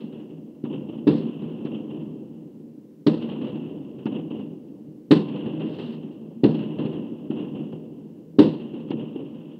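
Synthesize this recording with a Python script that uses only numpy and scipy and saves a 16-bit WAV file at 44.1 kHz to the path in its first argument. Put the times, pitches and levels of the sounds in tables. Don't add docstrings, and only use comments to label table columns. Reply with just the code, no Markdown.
import sys
import numpy as np
from scipy import signal
from scipy.fft import rfft, irfft, next_fast_len
from scipy.io import wavfile
from scipy.ndimage import uniform_filter1d

SR = 44100
rng = np.random.default_rng(int(sys.argv[2]) if len(sys.argv) > 2 else 0)


def pcm_store(signal):
    levels = np.round(np.clip(np.atleast_2d(signal), -1, 1) * 32767)
    wavfile.write(sys.argv[1], SR, levels.astype(np.int16).T)


def invert_db(x):
    u = np.asarray(x, float) / 20
    return 10 ** u


N = 422919

# start in seconds, peak in dB, treble in dB against the peak,
# t60 of the near echoes in seconds, top end in dB.
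BURSTS = [
    (1.07, -6, -20.5, 0.52, 13),
    (3.066, -7, -18, 0.36, 16),
    (5.109, -3.5, -15, 0.38, 15.5),
    (6.436, -3.5, -23.5, 0.36, 11.5),
    (8.387, -2.5, -19, 0.42, 15.5),
]
# stretch of the near delays (factor), near fronts in dB,
# far blocks in dB, crack in dB.
PLACES = [
    (.87, -14.5, -8, -9),
    (.968, 1.5, 0.5, 6.5),
    (1.077, -4.5, -5.5, -1),
    (0.67, -1.5, 0.5, -2.5),
    (0.91, -10, -10.5, -1),
]
# start in seconds, peak in dB, treble in dB against the peak, crack in dB
# against the peak, extra treble of the echoes in dB.
LAUNCHES = [
    (0.637, -10.5, -18, -53.5, 3.5),
    (1.649, -13.5, -9.5, -45, -3),
    (4.055, -8, -13, -44.5, -1.5),
    (7.3, -9, -16.5, -60, 1.5),
    (8.904, -9.5, -11, -46.5, -6),
]
# delay in seconds, level in dB.
BURST_MIRRORS = [(0, 0.5), (.0038, -13), (.0073, 3.5), (0.0146, 1.5), (0.0174, -1), (0.0242, -6.5),
                 (0.031, -11), (.038, -15)]
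# delay in seconds, level in dB.
LAUNCH_MIRRORS = [(0, 3), (.008, -9), (0.034, -9), (.047, -12.5), (.066, -11), (.093, -11)]
# delay in seconds, level in dB, treble in dB,
# t60 in seconds, top end in dB.
NEAR_FRONTS = [(.07, -14, -20.5, 0.81, 13.5), (0.162, -10, -19.5, 0.29, 8.5), (.23, -13.5, -14, .5, 2.5)]
# delay in seconds, level in dB, treble in dB, t60 in seconds, top end in dB.
FAR_FRONTS = [(0.349, -8.5, -19, 0.47, -1), (0.414, -15.5, -17, 0.34, 3), (.49, -17, -18, .7, -1),
              (0.921, -21, -18.5, 0.89, -9)]
# delay in seconds, level in dB, t60 in seconds, extra treble in dB.
LAUNCH_RETURNS = [(0.014, -14.5, 0.38, -3.5), (0.06, -11.5, 0.18, -0.5), (.084, -13.5, 0.31, 4),
                  (0.246, -11, 0.14, 1.5), (0.284, -15, .3, -0.5), (.34, -25, 0.26, 5.5),
                  (0.436, -28, 0.34, -3.5)]
# start in seconds, peak in dB, treble in dB against the peak,
# t60 in seconds, top end in dB.
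STRAYS = [(0.006, -33, -8.5, 0.43, 10), (0.125, -29.5, -13, 0.56, -3), (.2, -36.5, -12.5, .6, -12),
          (.3, -42, -8.5, 0.43, -14), (1.449, -19, -28, 0.27, -7), (2.122, -40, -42, 0.62, -3),
          (4.391, -19.5, -22, 0.26, -2), (3.445, -23, -15, 0.35, 4.5), (5.597, -20.5, -12.5, 0.94, -7),
          (5.787, -23, -9, 0.92, 9), (6.85, -30, -10.5, 0.26, 6), (7.724, -14.5, -28, 0.17, -13),
          (9.348, -27.5, -16, 0.18, -10)]
# start in seconds, crackle in dB, rise in seconds, hold in seconds,
# fall in dB per second.
GLITTER = [
    (1.088, -52.5, 0.003, 0.088, 220),
    (5.496, -59, 0.25, 0.19, 260),
    (6.098, -74, .015, 0.017, 202),
    (6.455, -61, 0.0032, .065, 114.5),
    (8.415, -49.5, .004, .05, 141),
]
# start in seconds, level in dB, treble in dB,
# hold in seconds, fall in dB per second.
ROLLS = [(-.5, -33.5, 10.5, 0.49, 10.5), (0.628, -29, 3.5, 0.16, 18), (1.074, -31.5, 13.5, 0.95, 16),
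         (1.668, -36.5, -12, 0.32, 22.5), (3.081, -29, 13, 0.54, 17.5), (4.019, -31.5, 4.5, 0.21, 13),
         (5.13, -28.5, 15.5, 0.41, 12), (6.422, -28.5, 12.5, 0.58, 16.5), (7.282, -30.5, 8, 0.21, 13),
         (8.388, -32, 11, 0.34, 15.5), (8.88, -34, 12, 0.22, 14.5), (9.259, -48, 22, 0.45, 3)]
# frequency in Hz, gain in dB.
PANE = [(30, -55.5), (150, -7), (220, 0), (300, -1), (480, -9), (640, -22), (1000, -30.5), (1400, -43.5),
        (2370, -50.5), (2760, -36), (3350, -44.5), (3750, -49.5), (16000, -40)]
# frequency in Hz, level in dB, t60 in seconds.
ROOM = [(163.34, -3, 0.33), (236.2, -5, 0.19), (317.8, 1.5, 0.045), (384.8, -4.5, 0.074),
        (445.3, -11, 0.092), (512.8, -10.5, 0.21), (613.4, -7.5, 0.2), (1030, -13.5, 0.5),
        (2780, -27, .045), (2990, -15.5, 0.016)]
# frequency in Hz, gain in dB.
MICROPHONE = [(3700, 10), (4250, 2.5), (4700, -10.5), (5300, -22), (6800, -38.5), (8000, -32.5),
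              (11000, -61.5), (15000, -91)]
# frequency in Hz, level in dB.
HISS = [(20, 15), (100, 2.5), (1500, 2), (3800, -2.5), (6200, -4), (9900, -7), (15100, -4.5), (15700, -2.5),
        (15760, -57.5)]

SIZE, HOP = 128, 32
HZ = np.fft.rfftfreq(SIZE, 1 / SR)[:, None]
T = np.arange(N // HOP + 8) * HOP / SR
TREBLE = HZ > 900
LEVEL_LEAK = invert_db(3.0 * np.exp(-((HZ - 2950) / 260) ** 2) - 1.8 * np.clip((HZ - 3300) / 400, 0, 1)) ** 2


def add(mix, s, sound):
    part = mix[round(s * SR):][:len(sound)]
    part += sound[:len(part)]


def add_blast(mix, s, db, mirrors, flex_hz):
    t = np.arange(600) / SR
    flex = np.exp(-t / 0.0018) * np.sin(2 * np.pi * flex_hz * t)
    for delay, weaker_db in mirrors:
        add(mix, s + delay, invert_db(db + weaker_db) * flex)


def blasts(mix):
    for s, db, *_ in BURSTS:
        add_blast(mix, s - .0015, db - 8.5, BURST_MIRRORS, flex_hz=442.0)
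    for s, db, *_ in LAUNCHES:
        add_blast(mix, s + 0.0011, db - 17, LAUNCH_MIRRORS, flex_hz=330.0)


def tilt(hz, treble_db, top_db):
    shelf = np.clip(np.log2((hz + 1) / 480) / 1.89, 0, 1)
    top = np.clip((hz - 3100) / 1200, 0, 1.6)
    return treble_db * shelf + top_db * top


def clump(s, db, treble_db, t60, top_db, rise_s, leak_db=0.):
    age = T - s
    live = (age > 0) & (age < 1)
    age = age[live]
    fall_db = age * (60 / t60 + tilt(HZ, treble_db=24.0, top_db=36.0))
    gap_db = leak_db * np.exp(-((HZ - 1800) / 600) ** 2 - age / 0.055)
    level_db = db + tilt(HZ, treble_db + 25.5, top_db) + gap_db - fall_db
    power = np.zeros((len(HZ), len(T)))
    power[:, live] = (np.minimum(age / rise_s, 1) * invert_db(level_db)) ** 2
    return power


def burst_echoes():
    power = 0
    crisp = invert_db(np.where(HZ < 200, -14., 0))
    crack_band = np.exp(-((HZ - 4250) / 600) ** 2)
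    for (s, db, treble_db, t60, top_db), (*_, crack_db) in zip(BURSTS, PLACES):
        near = clump(s, db - 3.5, treble_db, t60, top_db, rise_s=0.0042, leak_db=13.5)
        front = clump(s - .0015, db + 4.5, treble_db, 0.022, top_db, rise_s=0.011, leak_db=4.5)
        walls = clump(s + 0.0018, db + 12.5, treble_db, 0.036, top_db, rise_s=0.007, leak_db=5.0)
        crack = clump(s, db + crack_db + 1.5, -19.0, 0.047, top_db=19.0, rise_s=.005)
        power = power + crisp * near + TREBLE * (front + walls) + crack_band * crack
    return power


def launch_echoes():
    power = 0
    snap_db = 11.0 * np.clip((HZ - 4400) / 1200, 0, 1) - 16.0 * np.clip((HZ - 6600) / 900, 0, 1)
    snap = TREBLE * invert_db(snap_db) ** 2
    for s, db, treble_db, crack_db, echoes_db in LAUNCHES:
        front = clump(s + 0.00069, db + crack_db + 38.0, -19.0, 0.031, top_db=11.0, rise_s=.0015, leak_db=5.0)
        walls = clump(s + 0.0035, db + 4.5, treble_db - 7, 0.079, top_db=-4.5, rise_s=0.01)
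        power = power + snap * front + TREBLE * walls
        for delay, weaker_db, t60, extra_db in LAUNCH_RETURNS:
            late_treble_db = treble_db + extra_db + echoes_db
            power += LEVEL_LEAK * clump(s + delay, db + 0.5 + weaker_db, late_treble_db, t60,
                                        top_db=-12.0, rise_s=0.014, leak_db=-11.5)
    return power


def house_front_returns():
    returns = list(STRAYS)
    for (s, db, *_), (stretch, near_db, far_db, _) in zip(BURSTS, PLACES):
        for delay, weaker_db, *rest in NEAR_FRONTS:
            returns.append((s + stretch * delay, db + near_db + weaker_db, *rest))
        for delay, weaker_db, *rest in FAR_FRONTS:
            returns.append((s + delay, db + far_db + weaker_db, *rest))
    power = 0
    for s, db, treble_db, t60, top_db in returns:
        slap = clump(s, db - 9, treble_db, .045, top_db=11.5, rise_s=0.0028, leak_db=4.0)
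        ragged = clump(s - .004, db - 6, treble_db + 3.5, t60, top_db, rise_s=0.0067, leak_db=-0.5)
        power = power + TREBLE * slap + LEVEL_LEAK * ragged
    return power


def roll(s, db, treble_db, hold_s, fall_db_per_s):
    age = np.maximum(T - s, 0)
    level_db = db - fall_db_per_s * np.maximum(age - hold_s, 0)
    colour_db = tilt(HZ, treble_db - 12 * age, top_db=-12)
    colour_db -= 4 * np.exp(-((HZ - 1850) / 550) ** 2)
    colour_db += 3.5 * np.exp(-((HZ - 2950) / 300) ** 2)
    swell = np.minimum(age / 0.17, 1) ** 2
    return (swell * invert_db(level_db + colour_db)) ** 2


def town():
    murmur = invert_db(-47 + tilt(HZ, treble_db=-10, top_db=-12)) ** 2
    return murmur + sum(roll(*row) for row in ROLLS)


def echoes():
    power = burst_echoes() + launch_echoes() + house_front_returns() + town()
    a, b = rng.standard_normal((len(T), len(HZ), 2)).T
    white = (a + 1j * b) * np.sqrt(2 / SIZE)
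    low, high = uniform_filter1d(rng.standard_normal((len(T), 2)), 14, 0).T
    lumps_db = np.where(TREBLE, 1.4 * evened(high), 1.44 * evened(low))
    spectra = white * np.sqrt(power) * invert_db(lumps_db)
    return signal.istft(spectra, nperseg=SIZE, noverlap=SIZE - HOP)[1][:N]


def glitter():
    t = np.arange(N) / SR
    pops = invert_db(5.5 * np.minimum(rng.exponential(1, N), 4)) * (rng.random(N) < 1200 / SR)
    decay = np.exp(-np.arange(900) / SR / .003)
    puffs = np.sqrt(abs(signal.oaconvolve(pops, decay)[:N])) * rng.standard_normal(N)
    thin = causal(tilt(np.linspace(0, SR / 2, 513), treble_db=27.5, top_db=12.5))
    level = np.zeros(N)
    for s, db, rise, hold, fall_db in GLITTER:
        lost_db = fall_db * np.maximum(t - s - rise - hold, 0)
        level += np.clip((t - s) / rise, 0, 1) ** 2 * invert_db(db + 53.5 - lost_db)
    return level * evened(signal.oaconvolve(puffs, thin)[:N])


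def indoors(x):
    hz = np.linspace(0, SR / 2, 8193)
    pane = causal(read(PANE, hz) + read(MICROPHONE, hz))
    t = np.arange(SR // 2) / SR
    ring = sum(invert_db(db - 60 * t / t60) * np.sin(2 * np.pi * mode_hz * t) for mode_hz, db, t60 in ROOM)
    heard = invert_db(-46.5) * signal.fftconvolve(ring, pane)
    add(heard, 0, pane)
    return signal.oaconvolve(x, heard / np.linalg.norm(heard))[:N]


def hiss():
    white = rfft(rng.standard_normal(next_fast_len(N)))
    colour = invert_db(read(HISS, np.linspace(0, SR / 2, len(white))))
    return invert_db(-74) * evened(irfft(white * colour)[:N])


def evened(x):
    return x / np.sqrt(np.mean(x ** 2) + 1e-20)


def read(points, hz):
    f, value = np.transpose(points)
    return np.interp(np.log(hz + 1), np.log(f + 1), value)


def causal(db):
    half = len(db) // 2
    log_gain = np.log(invert_db(np.r_[db, db[-2:0:-1]]))
    phase = -signal.hilbert(log_gain).imag
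    response = np.fft.ifft(np.exp(log_gain + 1j * phase)).real[:half]
    return response * np.hanning(half * 2)[half:] ** .5


def scene():
    outside = echoes() + glitter()
    blasts(outside)
    return indoors(outside)[None]


def roll_off(x):
    return signal.sosfilt(signal.butter(12, 16800, fs=SR, output="sos"), x)


def record(dry):
    power_db = 10 * np.log10(abs(uniform_filter1d(dry[0] ** 2, 800)) + 1e-12)
    fall = np.arange(N) * 3.6 / SR
    held_db = np.maximum.accumulate(power_db + fall) - fall
    over_db = np.maximum(held_db + 11, 0)
    overloaded = 1.45 * np.tanh(dry / 1.593)
    return roll_off(overloaded + hiss() / invert_db(0.24 * over_db))


dry = scene()
out = record(dry)
pcm_store(out)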